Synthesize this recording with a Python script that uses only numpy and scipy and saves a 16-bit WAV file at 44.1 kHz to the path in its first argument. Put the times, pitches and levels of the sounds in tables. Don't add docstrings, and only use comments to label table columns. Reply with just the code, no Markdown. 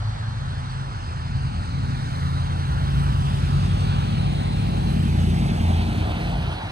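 import sys
import numpy as np
from scipy import signal
from scipy.fft import rfft, irfft, next_fast_len
from scipy.io import wavfile
from scipy.ndimage import uniform_filter1d, map_coordinates

SR = 44100
rng = np.random.default_rng(int(sys.argv[2]) if len(sys.argv) > 2 else 0)


def bounce(signal):
    frames = np.transpose(np.atleast_2d(signal))
    limited = np.clip(frames, -1, 1)
    pcm = np.round(limited * 32767).astype(np.int16)
    wavfile.write(sys.argv[1], SR, pcm)


N = 295911
TIME = np.arange(N) / SR


def from_db(db):
    return 10 ** (np.asarray(db) / 20)


def rms_one(x):
    return x / np.sqrt(np.mean(x ** 2) + 1e-20)


def in_time(rows):
    seconds, *columns = np.transpose(rows)
    return [np.interp(TIME, seconds, column) for column in columns]


def drift(rate):
    step = 40
    pole = np.exp(-2 * np.pi * rate * step / SR)
    chance = rng.standard_normal(N // step + 2002)
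    slow = signal.lfilter([1], [1, -2 * pole, pole * pole], chance)[2000:]
    return np.interp(np.arange(N) / step, np.arange(len(slow)), rms_one(slow))


def colour(x, points):
    size = next_fast_len(N + SR // 4)
    hz, db = np.transpose(points)
    log_hz = np.log(np.maximum(np.arange(size // 2 + 1) * SR / size, 1))
    gain = from_db(np.interp(log_hz, np.log(hz), db))
    return irfft(rfft(x, size) * gain, size)[..., :N]


def noise(points, channels=1):
    closed = [(points[0][0] / 2, -100), *points, (points[-1][0] * 2, -100)]
    return rms_one(colour(rng.standard_normal((channels, N)), closed))


def tone(hz, level_db):
    cycles = np.cumsum(hz) / SR + rng.random()
    return np.sqrt(2) * from_db(level_db) * np.sin(2 * np.pi * cycles)


def delayed(x, lag_ms):
    return map_coordinates(x, [np.arange(N) - lag_ms * SR / 1000], order=2, mode="nearest")


def from_right(x, lag_ms):
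    return np.array([delayed(x, lag_ms), x])


def two_mics(direct, separate, lag_ms, scattered):
    share = np.clip(scattered, 0, 1)
    return np.sqrt(1 - share) * from_right(direct, lag_ms) + np.sqrt(share) * separate


def spread(points, lag_ms, scattered):
    draws = noise(points, channels=3)
    return two_mics(draws[0], draws[1:], lag_ms, scattered)


SWELL_ATTACK_S, SWELL_RELEASE_S = 0.026, 0.057


def swell(start, length):
    rise = (TIME - start) / SWELL_ATTACK_S
    fall = 1 - (TIME - start - length) / SWELL_RELEASE_S
    return np.clip(np.minimum(rise, fall), 0, 1)


# time in seconds, tyre roar in dB, spray in dB (both before patchiness and pan),
# lag of the left microphone in ms, delay of the ground reflection in ms.
FIRST_CAR_TRACK = [(0, -46.5, -45, 0.38, 0.37), (.6, -42.5, -45, 0.42, 0.4), (1.3, -44, -49, 0.44, 0.497),
                   (1.8, -45.5, -45, 0.48, 0.601), (2.6, -56, -48.5, 0.441, 0.75),
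                   (4, -76, -74, 0.53, 0.92)]
SECOND_CAR_TRACK = [(0, -60, -51.5, 0.4, 0.3), (1.1, -43.5, -48, 0.42, 0.32),
                    (2.3, -40.5, -43.5, 0.43, 0.384), (3.05, -37, -43, 0.416, 0.435),
                    (3.7, -42.5, -42.5, 0.47, 0.522), (4.4, -46, -45.5, 0.45, 0.654),
                    (5, -43.5, -51.5, 0.38, 0.78), (6.7, -41, -63, 0.49, 0.74)]
FAR_RIGHT_TRACK = [(0, -46.5, -65, 0.71, 0.35), (1.3, -49.5, -57, 0.45, 0.54),
                   (2.6, -43.5, -61, 0.51, 0.46), (3.2, -43, -53.5, 0.52, 0.47),
                   (4, -40.5, -41.5, .5, 0.495), (4.45, -47, -40.5, 0.54, 0.58),
                   (4.95, -44.5, -47, 0.51, 0.57), (5.4, -50, -54, 0.44, 0.66), (6.7, -54, -53, 0.43, 0.69)]
ARRIVING_TRACK = [(0, -47.5, -83, 0.18, 0.9), (3, -59.5, -45, 0.44, 1.02), (3.7, -50, -44.5, 0.34, 0.96),
                  (4.4, -42, -48.5, 0.44, 1.13), (4.95, -43, -43, 0.41, 0.87),
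                  (5.25, -41, -42.5, 0.35, .78), (5.7, -36, -40, 0.31, 0.64),
                  (6.05, -37.5, -41, 0.25, 0.69), (6.35, -36, -39, 0.23, 0.58),
                  (6.7, -38, -42.5, 0.18, 0.47)]
# frequency in Hz, relative density in dB per Hz.
DISTANT_ROAR_COLOUR = [(100, 2), (300, -2), (500, -9), (720, -22), (1000, -1), (1400, 1.5), (1900, -16.5),
                       (2800, -12), (5000, -48)]
DISTANT_SPRAY_COLOUR = [(800, 4), (1700, 5), (2500, -2.5), (3400, -1), (4300, 1), (5200, -6), (6500, -13.5),
                        (7700, -16), (8200, -7), (9500, -19.5), (12000, -70)]
SIDE_ROAR_COLOUR = [(100, -26), (300, -13), (520, -2.5), (740, -0.5), (880, 1.5), (1200, -0.5), (1800, -3),
                    (2800, -35), (5000, -53)]
SIDE_SPRAY_COLOUR = [(800, 9), (1700, -6), (2600, -1), (3500, 3), (4200, 3), (5200, -28), (6500, -20),
                     (7700, -22), (8200, -13), (9500, -15), (13000, -72)]
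CLOSE_ROAR_COLOUR = [(100, -21), (300, -8), (390, -6), (490, -7), (620, -2), (740, 1.5), (950, -3.5),
                     (1150, -7.5), (1400, -4.5), (1800, -9), (2800, -20.5), (5000, -36)]
CLOSE_SPRAY_COLOUR = [(800, -0.5), (1700, -4), (2600, 1.5), (3500, -0.5), (4400, -3), (5400, -17),
                      (6800, -26), (8200, -43), (9500, -17), (13000, -62)]
ROAD_REFLECTS = .4


def tyres(track, roar_colour, spray_colour, scattered, reflected, patchy_db, pan_db):
    roar_db, spray_db, lag_ms, reflection_ms = in_time(track)
    roar = from_db(roar_db + patchy_db * drift(18.0)) * noise(roar_colour, channels=3)
    spray = from_db(spray_db + patchy_db * drift(21.0)) * noise(spray_colour, channels=3)
    draws = roar + spray
    direct = draws[0] - reflected * delayed(draws[0], reflection_ms)
    direct = direct / np.hypot(1, reflected)
    both = two_mics(direct, draws[1:], lag_ms, scattered)
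    return both * from_db([[pan_db / 2], [-pan_db / 2]])


def road_traffic():
    road = tyres(FIRST_CAR_TRACK, DISTANT_ROAR_COLOUR, DISTANT_SPRAY_COLOUR, scattered=0.11,
                 reflected=ROAD_REFLECTS, patchy_db=0.5, pan_db=-0.2)
    road += tyres(SECOND_CAR_TRACK, DISTANT_ROAR_COLOUR, DISTANT_SPRAY_COLOUR, scattered=0.059,
                  reflected=ROAD_REFLECTS, patchy_db=1.06, pan_db=-1.0)
    road += tyres(FAR_RIGHT_TRACK, SIDE_ROAR_COLOUR, SIDE_SPRAY_COLOUR, scattered=0.093,
                  reflected=ROAD_REFLECTS, patchy_db=0.36, pan_db=1.5)
    road += tyres(ARRIVING_TRACK, CLOSE_ROAR_COLOUR, CLOSE_SPRAY_COLOUR, scattered=0.098,
                  reflected=0.032, patchy_db=1.0, pan_db=-1.5)
    return road


# peak time in seconds, time in seconds from the peak
# to 1/e of its amplitude, peak level in dB before flutter, lag of the left microphone in ms.
SLUSH_SWELLS = [(1.048, 0.19, -58, 0.46), (2.1, .22, -58, .45), (3.3, 0.19, -55, .4),
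                (3.723, 0.43, -53, .3), (5.405, 0.74, -55, 0.3)]
# frequency in Hz, relative density in dB per Hz.
SLUSH_HISS_COLOUR = [(3800, -20), (4900, 5), (5500, 1), (6600, -2), (7400, -5), (8300, -3), (10000, -13)]


def slush(flutter_db):
    hiss = 0
    for peak, half_length, db, lag_ms in SLUSH_SWELLS:
        bell = np.exp(-((TIME - peak) / half_length) ** 2)
        hiss += from_db(db) * bell * spread(SLUSH_HISS_COLOUR, lag_ms, scattered=0.3)
    return hiss * from_db(flutter_db * drift(20))


# time in seconds, level in dB before flutter, lag of the left microphone in ms.
TREAD_HUM_TRACK = [(0, -66, 0.44), (2.6, -54.5, .45), (2.95, -48, 0.71), (3.3, -52, 0.48),
                   (3.95, -45.5, 0.44), (4.5, -52, 0.47), (5.4, -50, .36), (5.85, -44.5, 0.24),
                   (6.7, -48.5, .2)]
# frequency in Hz, relative density in dB per Hz.
TREAD_HUM_COLOUR = [(580, -23), (720, 1.5), (800, 6), (930, -8), (1150, -23)]


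def tread(flutter_db):
    level_db, lag_ms = in_time(TREAD_HUM_TRACK)
    hum = spread(TREAD_HUM_COLOUR, lag_ms, scattered=0.042)
    return from_db(level_db + flutter_db * drift(21)) * hum


# time in seconds, level in dB before gain and flutter.
MIST_LEVEL = [(0.15, -80), (1.48, -75), (2.18, -65), (2.48, -68), (2.99, -62), (3.9, -63.5), (4.45, -64),
              (5.26, -57), (6.15, -61), (6.68, -66.5)]
# frequency in Hz, relative density in dB per Hz.
MIST_SIZZLE_COLOUR = [(4000, -3), (7000, 2.5), (8300, 3), (9500, 1.5), (11000, 0), (12000, -31)]
MIST_TOP_COLOUR = [(11800, -47), (12600, 8.5), (13400, 0), (14200, -5), (15000, -21)]


def mist(gain_db, flutter_db, top_db, top_follows):
    level_db, = in_time(MIST_LEVEL)
    flutter = from_db(flutter_db * drift(25))
    sizzle = from_db(level_db + gain_db) * spread(MIST_SIZZLE_COLOUR, lag_ms=0.4825, scattered=0.15)
    top_level_db = top_db + top_follows * (level_db - level_db.max())
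    top = from_db(top_level_db) * spread(MIST_TOP_COLOUR, lag_ms=0.435, scattered=0.1)
    return flutter * (sizzle + top)


# time in seconds, four-stroke cycles per second in Hz before a slight waver.
V8_CYCLE_RATE = [(0, 10.44), (.65, 10.18), (1.7, 10.41), (2.4, 10.65), (3.5, 10.76), (4.1, 10.96),
                 (4.6, 10.85), (5.1, 10.89), (6.7, 10.66)]
# time in seconds, level in dB
V8_DRONE_LEVEL = [(0, -42.5), (.35, -35.5), (.8, -31.5), (1.05, -42), (1.35, -30.5), (1.58, -31.5),
                  (1.7, -33.5), (1.84, -26), (2.05, -36), (2.26, -25), (2.52, -29.5), (2.75, -26),
                  (3.5, -22.5), (4.05, -26.5), (4.3, -25.5), (5.45, -26.5), (6.15, -39), (6.38, -27.5),
                  (6.7, -49)]
V8_NEARNESS = [(0, -66), (1.1, -58), (1.6, -45), (2.5, -44), (4, -36), (5.4, -33), (6.2, -37.5), (6.7, -47)]
FULL_DRONE_DB, FULL_NEAR_DB = -23.5, -34
# multiple of the cycle rate, level in dB at full drone and nearness.
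V8_EXHAUST_ORDERS = [(4, -41.5), (5, -29), (7, -39), (8, -29.5), (9, -45), (10, -40.5), (11, -34),
                     (12, -50.5), (13, -24), (14, -41.5), (15, -47), (16, -30), (17, -40), (18, -37.5),
                     (20, -36.5), (21, -37), (22, -42), (24, -50), (25, -47), (26, -47), (28, -50.5),
                     (29, -44), (30, -50), (31, -52.5), (33, -51), (37, -52)]
# multiple of the cycle rate,
# dB per dB of drone, dB per dB of nearness.
V8_ORDERS_FOLLOW = [(5, 0.8, 0.34), (7.88, 0.38, 0.1), (9, -0.5, 0.1), (10, 0, 0), (11.4, 0.2, 0.16),
                    (13.03, 1.0, -0.05), (16.7, 0.1, 0.59), (18.8, -0.4, 3.9), (19.4, -0.3, 2.24),
                    (24.3, 0.5, 0.3), (28, -1, 1.7), (30.6, 0.5, 0.5)]
# start in seconds, length in seconds,
# multiple of the cycle rate, gain in dB.
V8_ORDER_SWELLS = [(1.6, 1.67, 5, -5.5), (4.7, 0.72, 5, 2.5), (5.75, 1.2, 5, 6.5), (0.626, 0.26, 8, -17),
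                   (2.5, .24, 8, 4.5), (2.164, 0.26, 8, 5.5), (4.5, 0.86, 8, -3), (5.106, 0.36, 8, 5),
                   (5.6, 0.38, 8, 7.5), (4.9, 0.24, 8, 2), (1.3, 0.56, 10, 6), (5.35, 0.752, 10, 8.5),
                   (1.54, 1.513, 11, 3.5), (4.8, 0.71, 16, 4), (1.42, .65, 21, 7), (4.95, 0.46, 21, 4),
                   (5.8, 0.64, 21, 6), (1.65, 0.72, 25, 8.5)]
# start in seconds, length in seconds, gain in dB.
V8_RUMBLE_SURGES = [(1.285, 0.72, 4.5), (2.17, 0.23, -1.5), (2.69, 1, 3.5), (6.25, 0.19, 4.5)]
# frequency in Hz, relative density in dB per Hz.
V8_RUMBLE_COLOUR = [(25, -20), (36, -22), (46, -14), (57, 1.5), (68, 0), (85, -4.5), (110, -2), (145, 2),
                    (180, -6.5), (260, -11.5), (400, -45)]
V8_RUSH_COLOUR = [(100, -25), (200, -3.5), (265, -5.5), (310, -4.5), (375, 0), (470, -8.5), (650, -20),
                  (1200, -30)]


def v8(waver_db, rumble_db, rumble_follows, rush_db):
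    cycle_hz, = in_time(V8_CYCLE_RATE)
    cycle_hz = cycle_hz * (1 + .003 * drift(5))
    drone_db = in_time(V8_DRONE_LEVEL)[0] - FULL_DRONE_DB
    near_db = in_time(V8_NEARNESS)[0] - FULL_NEAR_DB
    lag_ms = in_time(ARRIVING_TRACK)[-1]
    multiples, by_drone, by_nearness = np.transpose(V8_ORDERS_FOLLOW)
    strongest_db = max(db for _, db in V8_EXHAUST_ORDERS)
    exhaust = 0
    for order, db in V8_EXHAUST_ORDERS:
        order = round(order)
        level_db = db + np.interp(order, multiples, by_drone) * drone_db
        level_db += np.interp(order, multiples, by_nearness) * near_db
        for start, length, multiple, gain_db in V8_ORDER_SWELLS:
            if round(multiple) == order:
                level_db += gain_db * swell(start, length)
        weakness = np.clip((strongest_db - db) / 15, .2, 1)
        exhaust += tone(order * cycle_hz, level_db + weakness * waver_db * drift(3.2))
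    surge_db = sum(db * swell(start, length) for start, length, db in V8_RUMBLE_SURGES)
    rumble_level_db = rumble_db + rumble_follows * drone_db + surge_db
    rumble = from_db(rumble_level_db) * spread(V8_RUMBLE_COLOUR, lag_ms, scattered=0.12)
    rush = from_db(rush_db + near_db) * spread(V8_RUSH_COLOUR, lag_ms, scattered=0.54)
    return from_right(exhaust, lag_ms) + rumble + rush


def drone(hz, level_db, overtone_db):
    level_db = level_db + drift(14.0)
    return tone(hz, level_db) + tone(2 * hz, level_db + overtone_db)


# time in seconds, firing rate in Hz, level in dB before roughness.
CLIMBING_ENGINE = [(0, 107.3, -29), (.3, 110.8, -29.5), (.7, 113, -40.5), (1.05, 73.72, -41.5),
                   (1.4, 76.3, -36), (1.7, 82, -47), (2.9, 90.25, -33), (3.8, 98.5, -24),
                   (4.25, 102.3, -32), (4.65, 104.8, -27), (4.85, 97.35, -31.5), (5.15, 84.8, -26.5),
                   (5.9, 84, -29), (6.1, 75.5, -30), (6.25, 79.1, -46), (6.5, 81.8, -35), (6.7, 86.06, -32)]


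def climbing_engine():
    firing_hz, level_db = in_time(CLIMBING_ENGINE)
    return drone(firing_hz, level_db, overtone_db=-28.0)


# start in seconds, length in seconds, starting pitch in Hz, level in dB before roughness.
LOW_BOOMS = [(0, 0.17, 54, -37), (1.365, 0.086, 60.56, -32), (2.663, 0.52, 63.5, -26)]
BOOM_SAG_HZ_PER_S = 4.8


def booms(overtone_db):
    total = 0
    for start, length, hz, db in LOW_BOOMS:
        sagging_hz = hz - BOOM_SAG_HZ_PER_S * np.clip(TIME - start, 0, 1)
        total += swell(start, length) * drone(sagging_hz, db, overtone_db)
    return total


IDLE_HZ, IDLE_DB = 44.55, -41.5


def idle():
    return tone(np.full(N, IDLE_HZ), IDLE_DB + 2 * drift(1.4))


# frequency in Hz, relative density in dB per Hz.
WASH_COLOUR = [(45, 19.5), (130, 2.5), (250, 12), (450, -12), (780, 8), (1000, 5), (1350, 6.5),
               (2000, -9.5), (3000, -4.5), (4200, -12), (6000, -5.5), (8500, -42)]


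def wash():
    return from_db(-46.5) * spread(WASH_COLOUR, lag_ms=0.3, scattered=0.82)


def flicker(x, depth_db):
    cells = signal.stft(x, nperseg=1024)[-1]
    chance = rng.standard_normal(cells.shape[1:])
    across_hz = uniform_filter1d(chance, size=6, axis=0)
    patches = rms_one(uniform_filter1d(across_hz, size=6, axis=1))
    return signal.istft(cells * from_db(depth_db * patches))[1][:, :N]


def scene():
    hiss = road_traffic() + slush(flutter_db=-0.7) + tread(flutter_db=2.0)
    hiss += mist(gain_db=7.0, flutter_db=1.1, top_db=-57.5, top_follows=1.17) + wash()
    engines = v8(waver_db=3.0, rumble_db=-31.5, rumble_follows=0.34, rush_db=-39.0)
    other_engines = climbing_engine() + booms(overtone_db=-11.5) + idle()
    engines += from_right(other_engines, lag_ms=0.23)
    return flicker(hiss, depth_db=1.46) + engines


# frequency in Hz, gain of the difference signal in dB.
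PAIR_SIDE_GAIN = [(60, -2.5), (150, -4), (320, -6), (520, 7), (750, 4.5), (1100, -1), (1450, -5),
                  (2000, 1.5), (15000, -2.5)]
# frequency in Hz, left minus right in dB.
PAIR_BALANCE = [(60, -0.2), (150, 0.5), (400, 4), (750, -2), (1300, -0.5), (1900, -0.5), (3500, -0.5),
                (7600, -0.5), (8200, -12.5), (9000, -1.5), (10000, 0)]
CUTOFF_HZ = 14500


def record(dry):
    mid = (dry[0] + dry[1]) / 2
    side = colour((dry[0] - dry[1]) / 2, PAIR_SIDE_GAIN)
    left = colour(mid + side, [(hz, db / 2) for hz, db in PAIR_BALANCE])
    right = colour(mid - side, [(hz, -db / 2) for hz, db in PAIR_BALANCE])
    low_pass = signal.ellip(10, .1, 80, CUTOFF_HZ, fs=SR, output="sos")
    return signal.sosfilt(low_pass, [left, right])


dry = scene()
out = record(dry)
bounce(out)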